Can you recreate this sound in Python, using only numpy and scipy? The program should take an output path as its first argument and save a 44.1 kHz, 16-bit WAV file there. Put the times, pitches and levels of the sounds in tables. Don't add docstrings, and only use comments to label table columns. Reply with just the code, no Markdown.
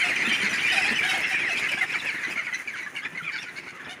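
import sys
import numpy as np
from scipy import signal
from scipy.fft import rfft, irfft, next_fast_len
from scipy.io import wavfile
from scipy.ndimage import map_coordinates

SR = 44100
rng = np.random.default_rng(int(sys.argv[2]) if len(sys.argv) > 2 else 0)


def persist_wave(psi):
    counts = np.round(np.clip(psi, -1, 1) * 32767).astype(np.int16)
    wavfile.write(sys.argv[1], SR, np.atleast_2d(counts).T)


N = 176400
TOP_HZ = 15600


def amp(db):
    return 10 ** (np.asarray(db) / 20)


def unit(x):
    return x / np.sqrt(np.mean(x ** 2) + 1e-20)


def along(points, hz):
    freqs, values = np.transpose(points)
    return np.interp(np.log(hz + 1), np.log(freqs + 1), values)


def level(rows):
    return amp(np.interp(np.arange(N) / SR, *np.transpose(rows)))


def wobble(rate, size):
    knots = rng.standard_normal(256 if size < N else 16384)
    return map_coordinates(knots, [np.arange(size) * rate / SR], mode='wrap', order=2)


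def filtered(x, response):
    size = next_fast_len(len(x) + 8192)
    return irfft(rfft(x, size) * response(np.fft.rfftfreq(size, 1 / SR)), size)[:len(x)]


def coloured(x, points):
    return filtered(x, lambda hz: amp(along(points, hz)))


def add(track, s, sound):
    start = round(s * SR)
    part = sound[max(-start, 0):max(N - start, 0)]
    track[max(start, 0):][:len(part)] += part


def swell(call, skew=0.8):
    return call * np.abs(np.sin(np.pi * np.linspace(0, 1, len(call)) ** skew)) ** 0.76


def shed(x):
    # (frequency [Hz], time to fall 60 dB [s])
    t60 = [(200, 0.53), (2000, 0.94), (6000, 1), (14000, 0.11)]
    hz, t, noise = signal.stft(rng.standard_normal(SR // 2), SR, nperseg=256)
    tail = signal.istft(noise * amp(-60 * t / along(t60, hz)[:, None]), SR, nperseg=256)[1]
    delayed = np.pad(x, (400, 0))
    return signal.fftconvolve(delayed, tail / np.linalg.norm(tail))[:N]


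def walls(x, count=8):
    out = np.zeros(N)
    for delay_s, sign in zip(rng.uniform(0.002104, 0.024, count), rng.choice([-1, 1], count)):
        add(out, delay_s, sign * x / np.sqrt(count))
    return out


def litter(settle_from_s=0.84, fade_db_per_s=4):
    # (time [s], level [dB])
    patter_levels = [(0.0, -42), (0.31, -39), (0.82, -39.5), (0.93, -35), (0.98, -42), (2.35, -45),
                     (2.47, -50.5), (4.0, -48)]
    # (frequency [Hz], gain [dB])
    patter_colour = [(25, -50), (50, -16), (90, -8), (135, -2), (220, 0), (350, 1), (550, -8), (1000, -6.5),
                     (2500, -4), (8000, -58)]
    # (frequency [Hz], gain [dB])
    rustle_colour = [(60, -44), (500, 1), (2000, 15), (4000, -12.5), (6500, 2.5), (8000, -7.5), (9700, 0),
                     (11500, -10.5), (13700, -18.5), (15000, -4), (15600, -14)]
    patter = unit(coloured(rng.standard_normal(N) * amp(3.45 * wobble(55, N)), patter_colour))
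    crackle = amp(2.3 * wobble(900, N) + 3.1 * wobble(35.1, N))
    rustle = unit(coloured(rng.standard_normal(N) * crackle, rustle_colour))
    settled_s = np.maximum(np.arange(N) / SR - settle_from_s, 0)
    return amp(2) * level(patter_levels) * patter + amp(-41 - fade_db_per_s * settled_s) * rustle


def scuffs(rise_s=0.0014, t60_s=0.096):
    # (time [s], level [dB])
    scrapes = [(.092, -31.5), (1.174, -29), (1.203, -33), (1.525, -34.5), (1.591, -33), (1.715, -30.5),
               (2.047, -34.5), (2.298, -38)]
    # (frequency [Hz], gain [dB])
    grit_colour = [(40, -50), (250, 3), (600, 10.5), (1200, 0.5), (4000, -10.5), (10000, -9.5),
                   (13000, -19), (15500, -19)]
    out, t = np.zeros(N), np.arange(SR // 10) / SR
    for s, db in scrapes:
        grit = unit(coloured(rng.standard_normal(len(t)), grit_colour))
        add(out, s, grit * amp(db - 60 * t / t60_s) * (1 - np.exp(-t / rise_s)))
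    return out


def thumps(rise_s=0.013, ring_t60_s=0.089, puff_t60_s=0.04):
    # (time [s], pitch [Hz], level [dB])
    blows = [(.274, 230, -17.5), (.432, 194, -21), (.910, 225, -19), (3.129, 174, -33.5), (3.221, 164, -31)]
    puff_colour = [(40, -51), (400, 9), (700, -12.0), (3000, -28)]  # (frequency [Hz], gain [dB])
    out, t = np.zeros(N), np.arange(SR // 4) / SR
    for s, hz, db in blows:
        ring = np.sin(2 * np.pi * hz * t) * (1 - np.exp(-t / rise_s)) * amp(3 - 60 * t / ring_t60_s)
        puff = unit(coloured(rng.standard_normal(len(t)), puff_colour))
        add(out, s, amp(db) * (ring + puff * amp(-11.5 - 60 * t / puff_t60_s)))
    return out


def syrinx(length, hz, glide, rough, gains, arch, rasp, waver, stutter_hz=115):
    size = int(max(length, .01) * SR)
    position = np.linspace(-.5, .5, size)
    pitch = hz * 2 ** (glide * position - arch * (position * length) ** 2)
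    pitch *= 1 + waver * wobble(128, size) + rasp * rough * wobble(717.0, size)
    phase = 2 * np.pi * np.cumsum(pitch) / SR
    tone = np.zeros(size)
    for k, gain in enumerate(gains, 1):
        fray_rad = .00014 * (k - 1) * hz * wobble(260, size)
        flicker_db = (4.5 if k > 1 else 2) * wobble(174.6, size)
        tone += (k * hz < TOP_HZ) * gain * unit(amp(flicker_db)) * np.sin(k * phase + fray_rad)
    beat_ratio = .25 * np.exp(.3 * rng.standard_normal())
    beating = np.exp(2 * rough * amp(-1.5) * np.sin(beat_ratio * phase))
    pulses = rng.random() + np.cumsum(stutter_hz * np.exp(.35 * wobble(stutter_hz, size))) / SR
    stutter = amp(12 * np.sqrt(abs(rough)) * np.abs(np.sin(np.pi * pulses)))
    return tone * unit(stutter * beating)


def peep(length, hz, glide, overtones_db, rough, fall_db=9.5, scatter_db=3):
    gains = np.r_[1, amp(overtones_db - fall_db * np.arange(4) + scatter_db * rng.standard_normal(4))]
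    return syrinx(length, hz, glide, rough, gains, arch=130.6, rasp=0.09, waver=0.01704)


def chorus(calls_per_s=75, centre_hz=2360, spread_oct=.25, sag_oct_per_s=.06):
    # (time [s], level [dB])
    flock_levels = [(0.0, -24.5), (1.61, -28.5), (2.0, -30), (2.33, -33), (3.06, -47), (3.19, -42.5),
                    (3.9, -46), (4.0, -51)]
    # (frequency [Hz], gain [dB])
    throat = [(1300, -7), (1750, 2.5), (2200, 0.5), (3200, -1.5), (4500, -4), (6500, 2), (8000, 0.5),
              (10000, 9), (12500, -1), (15500, -5)]
    # (frequency [Hz], gain [dB])
    far_colour = [(80, -32), (600, -12), (780, -6.5), (1050, -10), (1450, 6), (2100, 7), (2700, -5.5),
                  (3600, -8.5), (6000, -23), (12000, -36)]
    lulls = [1.765, 1.868, 2.0, 2.351, 2.509, 2.645, 2.925, 3.105, 3.53, 3.731]
    lull_db, lull_width_s = 6, 0.021
    calls, t = np.zeros(N), np.arange(N) / SR
    for i in range(int(calls_per_s * N / SR)):
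        stretch, height, loudness, bend, jitter, brightness = rng.standard_normal(6)
        s = (i + .5 * jitter) / calls_per_s
        length = .038 * np.exp(.25 * stretch)
        hz = centre_hz * 2 ** (spread_oct * height - sag_oct_per_s * s)
        call = peep(length, hz, glide=-.1 + 0.202 * bend, overtones_db=-15 + 2.5 * brightness, rough=0.23)
        add(calls, s - length / 2, amp(2.3 * loudness - 0.43 * height ** 2) * swell(call))
    calls = coloured(calls, throat)
    blur = unit(coloured(rng.standard_normal(N), far_colour))
    in_hall = unit(calls + 0.5 * shed(calls))
    dips = amp(-lull_db * sum(np.exp(-((t - s) / lull_width_s) ** 2) for s in lulls))
    return level(flock_levels) * dips * (amp(-1.5) * in_hall + amp(-11) * blur)


def clucks():
    # (middle [s], length [s], pitch [Hz], glide [octaves], level [dB],
    # fundamental [dB], roughness [0-1])
    calls = [(0.062, 0.053, 721, -0.17, -37, 1, 0.16), (0.74, 0.044, 707, -0.085, -31, -3.5, 0.16),
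             (0.784, 0.073, 775.6, -0.19, -33.5, 1.5, 0.16), (0.864, 0.045, 821, 0.04, -32, -1.5, 0.23),
             (1.055, 0.064, 736, 0.18, -35, -4, 0.08), (1.104, 0.057, 745, -0.016, -31, -7, 0.07),
             (1.154, 0.054, 759, -0.15, -38.5, 5, 0.16), (1.328, 0.048, 767, -0.019, -39.5, 2, 0.2),
             (1.51, 0.044, 712, -0.133, -42, 6, 0.16), (1.78, 0.021, 786, 0.15, -45.5, 5, 0.1),
             (1.833, 0.047, 765, 0.11, -45, 6, 0.05), (3.919, 0.07, 730.6, -0.044, -43.5, -5.5, 0.18)]
    # (frequency [Hz], gain [dB])
    throat = [(750, 4), (1500, 1), (2300, 4), (3000, 4.5), (3800, -1.5), (4600, -10), (6500, -11.5),
              (8000, -17.5), (10000, -12), (13000, -34)]
    out = np.zeros(N)
    for s, length, hz, glide, db, fundamental_db, rough in calls:
        gains = amp(along(throat, hz * np.arange(1, 17)) + 0.93 * rng.standard_normal(16))
        gains[0] *= amp(fundamental_db)
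        cluck = syrinx(length, hz, glide, rough, gains, arch=36.5, rasp=0.11, waver=0.0277)
        add(out, s - length / 2, amp(db - 1) * swell(cluck))
    return out


def pips(rise_s=0.0023, t60_s=0.059):
    # (start [s], pitch [Hz], level [dB])
    calls = [(.099, 2200, -30), (.163, 2330, -19.5), (.455, 2140, -24), (.776, 2450, -15),
             (.989, 2296, -13), (1.027, 2235, -19.5), (1.117, 2152, -19.5), (2.359, 2126, -22.5),
             (2.377, 2137, -21), (2.467, 2110, -22), (2.525, 1988, -22.5), (2.597, 1960, -24),
             (2.674, 2270, -20), (2.962, 2750, -24.5), (2.982, 2100, -26.5), (3.050, 2357, -23.5),
             (3.150, 1983, -27.5), (3.174, 2033, -22), (3.277, 2290, -26), (3.290, 2320, -24.5),
             (3.577, 2150, -31)]
    out = np.zeros(N)
    for s, hz, db in calls:
        pip = peep(t60_s / 2, hz, glide=-.2, overtones_db=-20.5, rough=0.17)
        t = np.arange(len(pip)) / SR
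        add(out, s, pip * amp(db - 60 * t / t60_s) * (1 - np.exp(-t / rise_s)))
    return out


def peeps():
    # (middle [s], length [s], pitch [Hz], glide [octaves], level [dB],
    # overtones [dB], roughness [0-1])
    calls = [(0.026, 0.068, 2248, -0.3, -25.5, -15, 0.22), (0.024, 0.051, 3040, -0.15, -30, -26, 0.14),
             (.225, 0.041, 2380, 0.07, -29, -14, 0.31), (0.267, 0.047, 2644, 0.09, -26.5, -25, 0.26),
             (0.306, 0.047, 3156, -0.08, -25.5, -22, 0.3), (0.335, 0.069, 2360, .05, -27.5, -14, 0.1),
             (0.35, 0.038, 3124, -0.1, -26.5, -34, 0.2), (0.454, 0.073, 2140, -.25, -30, -4, 0.5),
             (0.601, 0.024, 2990, .2, -27, -21, 0.7), (0.552, 0.073, 2375, .05, -39, 5.5, 0.47),
             (0.658, 0.082, 2430, -0.13, -25.5, -13, 0.15), (0.706, 0.043, 2970, 0.04, -24.5, -23, 0.3),
             (.895, 0.047, 2160, 0.05, -28.5, -8, 0.59), (0.969, 0.034, 2943, -.05, -26.5, -20, 0.12),
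             (1.246, 0.033, 2750, 0.1, -25.5, -34, 0.46), (1.257, 0.05, 2110, -.15, -30, -19, 0.42),
             (1.363, 0.079, 2416, -0.16, -25.5, -26, 0.19), (1.417, 0.071, 2434, -0.3, -28, -26, 0.06),
             (1.471, 0.066, 1987, -0.54, -28, -42, 0.11), (1.538, 0.089, 2606, -0.23, -30, -31, 0.02),
             (1.586, 0.036, 3570, 0.5, -30, -30, 0.42), (1.65, 0.059, 2200, -0.03, -26.5, -15, 0.58),
             (1.695, 0.026, 3020, 0.2, -29, -16, 0.15), (1.735, 0.044, 2368, -.1, -27.5, -15.5, 0.3),
             (1.788, 0.038, 1688, .1, -33.5, -4.5, 0.15), (1.827, 0.041, 1978, -0.39, -23.5, -44, 0.14),
             (1.911, 0.048, 2385, -0.37, -33.5, -21, 0.1), (1.945, 0.041, 1476, -.7, -36, -3, 0.25),
             (1.955, 0.035, 2300, .1, -25, -14.5, 0.26), (2.001, 0.029, 3780, -0.32, -32.5, -28, 0.25),
             (2.087, 0.061, 2430, -0.4, -27, -16.5, 0.3), (2.166, 0.03, 1947, .1, -34.5, -30, 0),
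             (2.25, 0.042, 2045, -0.15, -29, -11, 0.41), (2.33, 0.041, 2580, -.1, -34.5, -14, 0.29),
             (2.396, 0.07, 2090, -0.2, -31, -16.5, 0.36), (2.486, 0.04, 1919, -.2, -33.5, -20, 0.49),
             (2.551, 0.034, 2045, -.05, -31, -4.5, 0.24), (2.703, 0.069, 2200, -0.25, -40, -11, 0.38),
             (2.751, 0.035, 1525, -0.51, -38.5, -7, 0), (2.779, 0.056, 2144, -0.12, -37, -6, 0.65),
             (2.799, 0.038, 2273, -0.06, -36.5, -20, 0.12), (2.845, 0.046, 1983, -0.03, -38, -13, 0.17),
             (2.876, 0.033, 1697, -0.16, -37.5, -20, 0.24), (2.981, 0.065, 2204, -0.1, -35, -9, 0.4),
             (3.046, 0.053, 1713, .1, -39.5, -4, 0.35), (3.063, 0.035, 1950, -.6, -35.5, -12.5, 0.28),
             (3.175, 0.045, 2110, -0.1, -46, -11, 0.33), (3.208, 0.026, 1450, -0.33, -38.5, -24, 0),
             (3.238, 0.025, 3290, 0.12, -42, -26, 0.27), (3.276, 0.072, 2340, -0.43, -32.5, -23, 0.24),
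             (3.352, 0.039, 1624, -0.6, -37.5, -15, 0), (3.36, 0.091, 2316, -0.25, -35, -9.5, 0.39),
             (3.394, 0.024, 3550, 0.17, -34, -31, 0.1), (3.41, 0.058, 2785, 0.2, -43, -4.5, 0.2),
             (3.438, 0.042, 2450, -.3, -39.5, -6, 0.52), (3.476, 0.034, 1463, -0.03, -44, -10, 0.06),
             (3.492, 0.047, 2054, -0.07, -41.5, -10, 0.6), (3.581, 0.052, 2208, 0.1, -37.5, -8.5, 0.36),
             (3.694, 0.065, 2157, 0.08, -41, -6.5, 0.56), (3.775, 0.079, 1995, -0.28, -45, -11, 0.67),
             (3.811, 0.045, 1712, -.2, -42.5, -12, 0.54), (3.857, 0.037, 1705, -.1, -44.5, -2.5, 0.45)]
    out = np.zeros(N)
    for s, length, hz, glide, db, overtones_db, rough in calls:
        add(out, s - length / 2, amp(db) * swell(peep(length, hz, glide, overtones_db, rough)))
    return out


def near_birds():
    # (frequency [Hz], gain [dB])
    peep_colour = [(1000, 8), (3200, -1), (4500, -5), (6500, -0.5), (8000, -4), (10000, 5.5), (12500, -8),
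                   (15500, -6)]
    return amp(2.5) * coloured(peeps() + pips(), peep_colour) + clucks()


def scene():
    near = near_birds() + thumps()
    hall = amp(-11) * walls(near) + amp(-18.5) * shed(near)
    return (near + hall + chorus() + litter() + scuffs())[None]


def record(dry):
    return filtered(dry[0], lambda hz: hz < TOP_HZ)[None]


dry = scene()
out = record(dry)
persist_wave(out)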